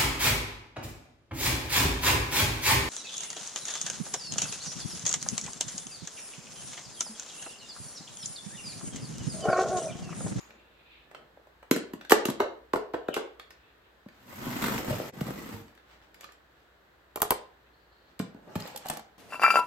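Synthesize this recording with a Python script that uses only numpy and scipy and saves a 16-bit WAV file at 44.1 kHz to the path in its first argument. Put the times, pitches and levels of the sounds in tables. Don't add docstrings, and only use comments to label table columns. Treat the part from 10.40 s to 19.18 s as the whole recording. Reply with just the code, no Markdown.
import sys
import numpy as np
from scipy import signal
from scipy.fft import rfft, irfft, next_fast_len
from scipy.io import wavfile
from scipy.ndimage import map_coordinates

SR = 44100
rng = np.random.default_rng(int(sys.argv[2]) if len(sys.argv) > 2 else 0)


def transcribe(u):
    v = np.clip(np.atleast_2d(u).T, -1, 1)
    q = np.round(v * 32767).astype(np.int16)
    wavfile.write(sys.argv[1], SR, q)


N = 387198
HIT_SIZE, BLOW_SIZE = 8192, SR // 100

# start in seconds, level in dB, thump pitch in Hz, hardness in dB.
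JOLTS = [(0.972, -51.5, 600, -39), (1.07, -54.5, 630, -18), (1.3105, -16.5, 317, -7),
         (1.351, -38.5, 314, -13), (1.361, -26, 301.5, -9.5), (1.534, -33.5, 291, -15),
         (1.8535, -25.5, 386, -2.5), (1.8845, -23.5, 276, -21), (1.899, -30, 271.8, -5.5),
         (7.797, -24.5, 214, -28), (7.811, -50, 208, -3), (7.945, -42, 227, -37), (7.963, -49, 218, -52)]
BASKET_BUMPS = [(3.659, -41.5, 228, -34), (4.064, -32, 264, -13), (4.074, -31, 154, -22),
                (4.163, -39.5, 302, 3.5), (4.19, -45, 302, 6.5), (4.222, -30, 258, 1.5),
                (4.239, -33, 191, 5.5), (4.26, -41, 300, 10), (4.281, -32, 330, 4), (4.338, -34.5, 303, 2),
                (4.378, -41.5, 305, 10), (4.477, -28, 262, -11), (4.494, -32, 173, -23),
                (4.503, -20.5, 138, -13.5), (4.598, -30, 513, -11), (4.8075, -31.5, 271, -3.5),
                (4.81, -24, 164, -41), (4.865, -36, 260, -4), (4.882, -29, 184, -17),
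                (4.904, -32.5, 312.5, -6.5), (8.1535, -30.5, 403, -2.5), (8.156, -24.5, 202, -34),
                (8.167, -31.5, 186, -45)]
# as for the jolts, then boom in dB.
LANDINGS = [(1.7051, -31, 433, 2, 1), (1.7176, -14.5, 407, -8.5, -2.5), (1.996, -36.5, 430, -45, -3),
            (2.001, -24, 448, -24, 1), (2.016, -33, 480, -35, 4.5), (2.333, -24, 425, -22, -2.5),
            (2.347, -36.5, 480, -37, 7), (2.357, -31.5, 470, -18, 0.5), (2.535, -33, 440, -37, 0),
            (2.541, -33, 461, -29.5, 1.5), (2.683, -29, 380, -28, -2), (2.763, -32, 406, -14.5, 2.5),
            (2.774, -37.5, 388, -21, 1)]
# start in seconds, level in dB, hardness in dB.
JAW_GRABS = [(6.758, -36, 1.5), (6.772, -36, -14), (6.802, -44, -3), (6.8178, -26.5, 7), (6.827, -29, -4),
             (6.851, -36, -18), (6.9055, -21.5, 1), (6.918, -24, -24)]
LOOSE_TICKS = [(0.105, -55, -18), (0.712, -53, -55), (0.7465, -45, -31), (1.227, -51, -56),
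               (1.610, -48.5, -15.5), (1.648, -49, -10), (1.696, -37.5, 6), (1.702, -39, -11),
               (2.741, -38, 4), (2.996, -47.5, -5), (3.105, -53, -2), (3.685, -57.5, -4), (5.28, -63, -4.5),
               (5.35, -67.5, 4), (5.375, -57.5, -11), (5.743, -58, 3), (5.808, -55, 8.5), (5.832, -53, -20),
               (5.841, -52, 0), (5.889, -54, -36), (5.92, -64, 7.5), (7.792, -48, 9)]
SCRAP_HITS = [(8.202, -58.5, 18.5), (8.275, -45.5, 2), (8.36, -44, 9), (8.374, -56.5, 20.5),
              (8.456, -39, -6), (8.466, -49, 9), (8.485, -44.5, 12), (8.5, -31, 0), (8.536, -51.5, 5),
              (8.57, -36.5, -1.5), (8.593, -46.5, -2)]
# start in seconds, level in dB, pitch in Hz.
CLINKS = [(1.72, -30, 2970), (1.852, -37.5, 2800), (2.743, -47.5, 2790), (2.752, -50, 2960),
          (8.199, -56, 4234), (8.222, -50.5, 4800), (8.261, -55, 4240), (8.273, -58, 4530),
          (8.483, -53, 4480), (8.499, -35, 8620), (8.536, -47, 8900)]
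TOCKS = [(2.996, -56.5, 1264), (5.843, -50, 1228), (8.157, -39.5, 871.5), (8.254, -45, 505),
         (8.347, -46.5, 520), (8.359, -47, 802), (8.451, -49, 818), (8.458, -42, 770), (8.467, -50, 825),
         (8.498, -37.5, 847), (8.513, -42.5, 900), (8.563, -49, 796), (8.592, -49, 800)]

# time in seconds, friction level in dB.
DRAG_SPANS = [
    [(3.72, -74), (3.84, -63), (3.905, -50), (4.09, -41), (4.205, -39), (4.24, -34), (4.37, -38.5),
     (4.44, -45), (4.5, -38.5), (4.7, -47.5)],
    [(4.735, -51.5), (4.9, -44), (4.955, -47), (4.99, -44.5), (5.04, -46), (5.15, -46.5), (5.34, -73.5)],
]
GRIT_DB, RUMBLE_DB = (-4, -6.5), (-2.5, -0.5)
# peak time in seconds, level in dB, rise and fade in seconds.
BASE_CHATTERS = [(4.5, -40.5, 0.22, 0.36), (4.91, -46.5, 0.036, 0.093)]
PAPER_SLIDES = [(0.005, -58, 0.034, 0.31), (5.83, -62, 0.16, 0.12), (8.21, -52.5, 0.29, 0.28),
                (8.275, -54.5, 0.16, 0.23), (8.52, -48, 0.29, 0.16)]
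HAND_RUBS = [(0.12, -62, 0.55, 0.6), (0.82, -57, 0.4, 0.25), (5.8, -68.5, 1.8, 0.48),
             (8.18, -51.5, 0.76, 0.85), (8.53, -48, 0.15, 0.16)]
ROD_SLIDES = [(0.2, -75, 0.71, 0.34), (0.56, -64.5, 0.85, 0.42), (3.28, -71.5, 0.42, .25),
              (3.47, -72.5, 0.17, 0.15), (7.27, -74.5, 0.16, 0.056)]
SLEEVE_BRUSHES = [(3.75, -67.5, 0.46, .4), (5.55, -64, 0.58, 0.73), (6.17, -72, 0.31, 0.45),
                  (6.55, -84.5, 0.37, 0.33), (7.7, -75.5, 0.53, 0.28)]
# as for the strokes, then pitch in Hz, waver in Hz.
SQUEAKS = [(0.01, -62.5, 0.14, 0.24, 6710, 130), (2.733, -49, 0.12, 0.1, 2957, 194),
           (7.342, -70, 0.059, 0.092, 4330, 200.7), (7.401, -74, 0.045, 0.25, 4330, 269),
           (7.529, -74.5, 0.25, 0.96, 4336, 298)]

# frequency in Hz, level in dB.
TOY_MODES = [(371, -48), (433, -37), (510, -50), (645, -48), (682, -48), (965, -49.5), (1039, -52),
             (1292, -54.5), (1470, -51.5), (1780, -54), (2669, -58), (2900, -53), (3973, -60), (4151, -59)]
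BASKET_MODES = [(165, 6), (225, 11.5), (305, 6), (510, 5.5), (610, 11), (810, 2), (1130, -2), (1960, -8)]
JAW_MODES = [(425, 3), (520, -10), (700, -3), (800, 0.5), (1040, -0.5), (1250, -6), (1850, -15.5),
             (2330, -12), (2790, -7.5)]
# multiple of the piece's pitch, level in dB.
CLINK_MODES = [(0.298, -7), (.64, -7.5), (0.901, -6), (1.001, 8.5), (1.16, -15.5), (1.62, -10.5)]
TOCK_MODES = [(.91, -8), (1, 3), (1.37, -7), (2, -7), (2.901, -14), (3.7, -17), (5.3, -18)]
# centre in Hz, width in Hz, level in dB.
BASKET_HOLLOW = [(128.6, 31, 7), (567, 130, -3.5), (904, 110, -0.5), (1273, 160, -4.5), (1999, 140, -5)]

# multiple of the thump or clack pitch, level in dB.
WALL_THUMP = [(.05, -53.5), (.14, -36.5), (.3, -24), (.55, -4.5), (.9, 3.5), (1.25, -0.5), (2, -22),
              (4, -33), (12, -68.5)]
HARD_CLACK = [(.2, -31.5), (.5, -5), (.8, 2.5), (1.1, -3.5), (1.6, -6), (2.402, -14), (3.6, -24), (9, -30)]
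FLOOR_CLACK = [(.03, -62.5), (.18, -36.5), (.5, -2), (.8, 0), (1.15, -3.5), (1.55, -8), (2.3, -17),
               (3.6, -25), (9, -42.5)]
GRIP_CLACK = [(.03, -49.5), (.2, -24), (.45, -3.5), (.8, -2.5), (1.1, -1), (1.5, -11.5), (2.5, -18),
              (3.6, -32.5), (9, -39.5)]
# frequency in Hz, spectral density in dB.
EDGE_CRACK = [(1200, -37.5), (3200, 2), (5500, -2.5), (8000, -1), (11500, 6), (14000, 2), (16000, -15.5)]
JAW_SNAP = [(1500, -52), (3200, -6.5), (5500, -12), (8000, -8.5), (11500, 8), (14000, 0.5), (16000, -10)]
WALL_RUMBLE = [(30, -34), (60, -9), (130, -7.5), (200, 2), (300, -2), (450, -10), (800, -43.5), (2000, -53)]
CHATTER_BAND = [(250, -22.5), (450, 0.5), (600, -3.5), (800, -12.5), (1100, -52), (2500, -50)]
GRIT_SCRAPE = [(400, -11), (900, 1.5), (1300, -1), (2000, -5), (3500, -11), (6000, -15), (9000, -14),
               (13000, -7), (16000, -17.5)]
PAPER_RUSTLE = [(400, -22), (800, 12), (1600, 8), (3000, 3), (5000, -2.5), (9000, -7), (13000, -5),
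                (16000, -12)]
DULL_RUB = [(60, -17), (150, 7.5), (330, 6), (700, 2.5), (1500, -12), (4000, -37), (12000, -83)]
ROD_HISS = [(1200, -25), (2100, -6), (2550, 2.5), (2950, -4), (3300, -5), (3650, -2.5), (4300, -13),
            (7000, -51)]
CLOTH_RUSTLE = [(200, -7.5), (700, 3), (1800, -0.5), (3500, -3.5), (7000, -17), (14000, -20.5)]
STILL_AIR = [(25, -32), (50, -3), (114, -9), (250, -12.5), (330, -7), (900, -12.5), (1740, -11.5),
             (2300, -21), (4000, -23), (5500, -34), (9000, -36), (11500, -29), (15500, -36.5)]

# frequency in Hz, seconds to fall 60 dB.
ROOM_T60 = [(100, 0.16), (400, 0.49), (1200, 0.4), (4000, 0.36), (9000, 0.22), (15000, 0.048)]
# frequency in Hz, gain in dB.
ROOM_GAIN = [(100, 2.5), (250, -5), (380, -4), (600, -1), (1000, -5), (3000, -0.5), (12000, 2)]
MID_GAIN = [(1000, 1.5), (4000, 1.5), (8300, 2), (9600, -19.5), (11300, -4), (15000, 1.5)]
SIDE_GAIN = [(60, -9), (180, -11), (400, -3), (1200, 0.5), (2200, 2), (4000, 1.5), (8500, 1.5), (11000, -1),
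             (13000, -12), (15500, -5.5)]
# frequency in Hz, share of mid put into side.
LEFT_LEAN = [(110, 0), (380, 0.31), (800, -0.23), (1300, -0.28), (2400, 0), (4400, .2), (8000, 0)]


def jolts():
    return knocks(JOLTS, TOY_MODES, HARD_CLACK, EDGE_CRACK, clack_hz=1450, clack_growth=0.11,
                  thump_db=-2.5, clack_db=-12, crack_db=-4.5, ring_db=-15.5, room_db=-5,
                  ring_t60=0.063, clack_rise_s=0.0014, crack_rise_s=0.0017, lag_s=0.0045, lean=0.05)


def landings():
    hits, booms = [row[:4] for row in LANDINGS], [row[4] for row in LANDINGS]
    return knocks(hits, TOY_MODES, FLOOR_CLACK, EDGE_CRACK, clack_hz=1234, clack_growth=0.14,
                  thump_db=-1, clack_db=0.5, crack_db=0.5, ring_db=-7.5, room_db=-5, booms=booms,
                  ring_t60=0.11, clack_rise_s=0.0014, crack_rise_s=0.0034, lag_s=0.0087, lean=0.08)


def jaws():
    hits = pitched(JAW_GRABS, thump_hz=383)
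    return knocks(hits, JAW_MODES, GRIP_CLACK, JAW_SNAP, clack_hz=1080, clack_growth=0.13,
                  thump_db=-8.5, clack_db=-4.5, crack_db=-1.5, ring_db=-3.5, room_db=-9.5,
                  ring_t60=0.057, clack_rise_s=0.002374, crack_rise_s=0.0012, lag_s=0.003, lean=-0.12)


def basket_knocks():
    return knocks(BASKET_BUMPS, BASKET_MODES, HARD_CLACK, EDGE_CRACK, clack_hz=1420, clack_growth=1,
                  thump_db=-5, clack_db=-9.5, crack_db=-12, ring_db=-13.5, room_db=-7,
                  ring_t60=0.034, clack_rise_s=0.001258, crack_rise_s=0.0038, lag_s=0.00697, lean=-0.05)


def basket_drag(chatter_db=-14, hollow_db=-5):
    judder = stick_slip(rate=46, decay_s=0.008, glide=0.3)
    rumble = coloured(grains(1500, 1) * judder ** 0.7, WALL_RUMBLE)
    chatter = coloured(grains(1200, 1.5) * judder, CHATTER_BAND)
    grit = coloured(crackles(rate=900, spread_db=2.3, q=16, count=36) * judder ** 0.4, GRIT_SCRAPE)
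    hollow = 0
    for hz, width, db in BASKET_HOLLOW:
        catches = grains(170, 1.5) * judder ** 0.6
        hollow += amp(db) * unit(resonate(catches, hz, hz / width))
    body = amp(chatter_db) * chatter + amp(hollow_db) * unit(hollow)
    sliding = sum(level(pull) * (body + amp(rumble_db) * rumble + amp(grit_db) * grit)
                  for pull, rumble_db, grit_db in zip(DRAG_SPANS, RUMBLE_DB, GRIT_DB))
    return sliding + swells(BASE_CHATTERS) * chatter


def scraps():
    hits = pitched(SCRAP_HITS, thump_hz=750)
    return knocks(hits, BASKET_MODES, HARD_CLACK, EDGE_CRACK, clack_hz=990, clack_growth=-0.1,
                  thump_db=-10.5, clack_db=-9.5, crack_db=-6.5, ring_db=-8.5, room_db=-9.5,
                  ring_t60=0.07, clack_rise_s=0.0027, crack_rise_s=0.0018, lag_s=0.00291, lean=-0.13)


def paper():
    crinkles = crackles(rate=300, spread_db=2.2, q=18, count=32)
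    return swells(PAPER_SLIDES) * coloured(crinkles * amp(0.35 * wobble(41)), PAPER_RUSTLE)


def ticks():
    hits = pitched(LOOSE_TICKS, thump_hz=646)
    return knocks(hits, TOY_MODES, HARD_CLACK, EDGE_CRACK, clack_hz=2350, clack_growth=0.025,
                  thump_db=-10, clack_db=-2, crack_db=-7, ring_db=-16, room_db=-3.5,
                  ring_t60=0.06, clack_rise_s=0.0022, crack_rise_s=0.0013, lag_s=0.002, lean=0)


def clinks():
    return pieces(CLINKS, CLINK_MODES, ring_cycles=51, room_db=-11, lean=0, scatter=0.022)


def tocks():
    return pieces(TOCKS, TOCK_MODES, ring_cycles=27, room_db=-7, lean=-0.19, scatter=0.016)


def squeaks(flutter_db=3):
    t = np.arange(N) / SR
    drift = np.cumsum(wobble(1600)) / SR
    tones = sum(swells([stroke]) * np.sin(2 * np.pi * (hz * t + waver * drift))
                for *stroke, hz, waver in SQUEAKS)
    return tones * amp(flutter_db * wobble(120)) * np.array([[1], [0.5]])


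def handling():
    return swells(HAND_RUBS) * coloured(grains(1500, 1.5) * amp(3 * wobble(28)), DULL_RUB)


def rod():
    return swells(ROD_SLIDES) * coloured(rng.standard_normal((2, N)) * amp(1.5 * wobble(45)), ROD_HISS)


def sleeve():
    return swells(SLEEVE_BRUSHES) * coloured(grains(2500, 2) * amp(3.5 * wobble(22)), CLOTH_RUSTLE)


def room(feed, gap_s=0.0014, tails=24):
    out, step = np.zeros((2, N + SR)), N // tails + 1
    for start in range(0, N, step):
        hz, t, noise = signal.stft(rng.standard_normal((2, SR // 2)), SR, nperseg=256)
        decay = amp(-60 * t / along(ROOM_T60, hz)[:, None])
        tail = signal.istft(noise * decay, SR, nperseg=256)[1]
        tail *= 1 - np.exp(-(np.arange(tail.shape[1]) / SR / gap_s) ** 4)
        wet = signal.fftconvolve(feed[None, start:start + step], tail / np.linalg.norm(tail[0]), axes=1)
        out[:, start:start + wet.shape[1]] += wet
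    return out[:, :N]


def room_tone(air_db=-65.5, hum_hz=59, hum_db=-70.5):
    air = amp(air_db) * coloured(rng.standard_normal((2, N)), STILL_AIR)
    hum_gain = amp(hum_db + 1.6 * wobble(1.9))
    hum = hum_gain * np.sin(2 * np.pi * hum_hz * np.arange(N) / SR + wobble(3.5))
    return air + hum * np.array([[1], [0]])


def knocks(hits, modes, clack_spectrum, crack_spectrum, clack_hz, clack_growth, thump_db, clack_db,
           crack_db, ring_db, room_db, ring_t60, clack_rise_s, crack_rise_s, lag_s, lean, booms=0):
    out, t = np.zeros((3, N + HIT_SIZE)), np.arange(HIT_SIZE) / SR
    mode_hz, mode_db = np.transpose(modes)
    mode_t60 = ring_t60 / (1 + mode_hz[:, None] / 6000)
    ringing = np.sin(2 * np.pi * mode_hz[:, None] * t) * amp(-60 * t / mode_t60)
    for (start, db, thump_hz, hardness), boom in zip(hits, np.broadcast_to(booms, len(hits))):
        pitch = clack_hz * 2 ** (hardness / 53.5)
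        clack_colour = impulse(clack_spectrum, pitch, ripple_db=6)
        crack_colour = impulse(crack_spectrum, 0.98, ripple_db=3)
        clack = burst(clack_colour, clack_rise_s, chatter_db=-13, chatter_t60=0.07, pulse=1)
        crack = burst(crack_colour, crack_rise_s, chatter_db=-19, chatter_t60=0.088)
        hit = amp(clack_db + clack_growth * hardness) * clack + amp(crack_db + hardness) * crack
        hit[0] += amp(thump_db) * blow(impulse(WALL_THUMP, thump_hz))
        shares = amp(mode_db + rng.normal(0, 2.5, (2, len(modes)))) * rng.choice([-1, 1], (2, len(modes)))
        shares /= 1 + (mode_hz / (3.3 * pitch)) ** 4
        hit += amp(ring_db + boom) * blow(shares @ ringing)
        add_hit(out, hit, start, db, lean, room_db + boom)
    return bending_waves(out[:, :N], lag_s)


def pieces(rows, modes, ring_cycles, room_db, lean, scatter):
    out, t = np.zeros((3, N + HIT_SIZE)), np.arange(HIT_SIZE) / SR
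    ratio, mode_db = np.transpose(modes)
    for start, db, hz in rows:
        mode_hz = hz * ratio * (1 + scatter * rng.standard_normal(len(ratio)))
        envelope = amp(-60 * t * hz / ring_cycles) * (1 - np.exp(-t / 0.0017))
        ringing = np.sin(2 * np.pi * mode_hz[:, None] * t) * envelope
        shares = amp(mode_db) * rng.choice([-1, 1], (2, len(ratio)))
        add_hit(out, blow(shares @ ringing), start, db, lean, room_db)
    return out[:, :N]


def add_hit(out, hit, start, db, lean, room_db):
    mid, side = hit
    channels = np.array([mid, side + lean * mid, amp(room_db) * mid])
    out[:, round(start * SR):][:, :HIT_SIZE] += amp(db) * channels


def burst(colour, rise_s, chatter_db, chatter_t60, pulse=0):
    t = np.arange(HIT_SIZE) / SR
    shape = t / rise_s * np.exp(1 - t / rise_s) + amp(chatter_db - 60 * t / chatter_t60)
    force = rng.standard_normal((2, HIT_SIZE)) * shape / np.linalg.norm(shape)
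    force[0, round(rise_s * SR)] += pulse
    pair = signal.fftconvolve(force, colour[None], axes=1)[:, :HIT_SIZE]
    return np.array([blow(part) for part in pair])


def impulse(spectrum, scale, ripple_db=0, count=40):
    hz = np.fft.rfftfreq(HIT_SIZE, 1 / SR)
    ripple = np.c_[np.geomspace(900, 16000, count), np.r_[0, rng.uniform(-1, 1, count - 1)]]
    gain = amp(along(spectrum, hz / scale) + ripple_db * along(ripple, hz))
    cepstrum = irfft(np.log(gain))
    cepstrum[1:HIT_SIZE // 2] *= 2
    cepstrum[HIT_SIZE // 2 + 1:] = 0
    return irfft(np.exp(rfft(cepstrum)))


def bending_waves(x, lag_s, knee_hz=350):
    return filtered(x, lambda hz: np.exp(-2j * np.pi * lag_s * knee_hz * np.log1p(hz / knee_hz)))


def stick_slip(rate, decay_s, glide):
    gaps = rng.uniform(0.4, 1.6, 2000) / rate
    starts = np.cumsum(np.r_[0, gaps])
    t = np.arange(N) / SR
    last = np.searchsorted(starts, t, side="right") - 1
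    strength = amp(rng.normal(0, 2.9, len(starts)))
    return unit(glide + strength[last] * np.exp(-(t - starts[last]) / decay_s))


def crackles(rate, spread_db, q, count):
    return unit(sum(resonate(grains(rate, spread_db), hz, q) for hz in np.geomspace(700, 15000, count)))


def grains(rate, spread_db):
    size = amp(spread_db * np.minimum(rng.standard_exponential(N), 4))
    fires = rng.random(N) < rate / SR
    return unit(size * fires * rng.standard_normal((2, N)))


def swells(rows):
    t = np.arange(N) / SR
    return sum(amp(db - 40 * np.maximum((peak - t) / rise, (t - peak) / fade))
               for peak, db, rise, fade in rows)


def level(curve):
    return amp(np.interp(np.arange(N) / SR, *np.transpose(curve), -140, -140))


def wobble(rate):
    return map_coordinates(rng.standard_normal(int(N * rate / SR) + 4), [np.arange(N) * rate / SR])


def pitched(rows, thump_hz):
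    return [(start, db, thump_hz, hardness) for start, db, hardness in rows]


def resonate(x, hz, q):
    return signal.lfilter(*signal.iirpeak(hz, q, SR), x)


def coloured(x, spectrum):
    return unit(equalised(x, spectrum))


def equalised(x, curve):
    return filtered(x, lambda hz: amp(along(curve, hz)))


def filtered(x, response):
    size = next_fast_len(N + HIT_SIZE)
    return irfft(rfft(x, size) * response(np.fft.rfftfreq(size, 1 / SR)), size)[..., :N]


def along(points, hz):
    knots, values = np.transpose(points)
    return np.interp(np.log(hz + 1e-3), np.log(knots), values)


def blow(x):
    return unit(x) * np.sqrt(BLOW_SIZE / x.shape[-1])


def unit(x):
    return x / np.sqrt(np.mean(x ** 2) + 1e-20)


def amp(db):
    return 10 ** (np.asarray(db) / 20)


def side_at_pair(mid, side, apart_db=-3, lead=0.63, lead_hz=700):
    following = filtered(mid, lambda hz: along(LEFT_LEAN, hz) - 1j * lead * hz / (hz + lead_hz))
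    return amp(apart_db) * side + following


def scene(rub_room_db=-5):
    hit_mid, hit_side, hit_feed = (jolts() + landings() + ticks() + jaws() + basket_knocks()
                                   + scraps() + clinks() + tocks())
    hits = np.array([hit_mid, side_at_pair(hit_mid, hit_side)])
    rubs = basket_drag() + paper() + handling() + squeaks() + rod() + sleeve()
    room_feed = equalised(hit_feed + amp(rub_room_db) * rubs[0], ROOM_GAIN)
    mid, side = hits + rubs + room(room_feed) + room_tone()
    mid, side = equalised(mid, MID_GAIN), equalised(side, SIDE_GAIN)
    return np.array([mid + side, mid - side])


def record(dry, ceiling=0.95, top_hz=16100):
    rounded = dry / (1 + (dry / ceiling) ** 8) ** (1 / 8)
    dip = np.interp(np.arange(N) / SR, [4.69, 4.718, 4.745], [1, 0.08, 1])
    return filtered(rounded * dip, lambda hz: 1 / (1 + (hz / top_hz) ** 120))


dry = scene()
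out = record(dry)
transcribe(out)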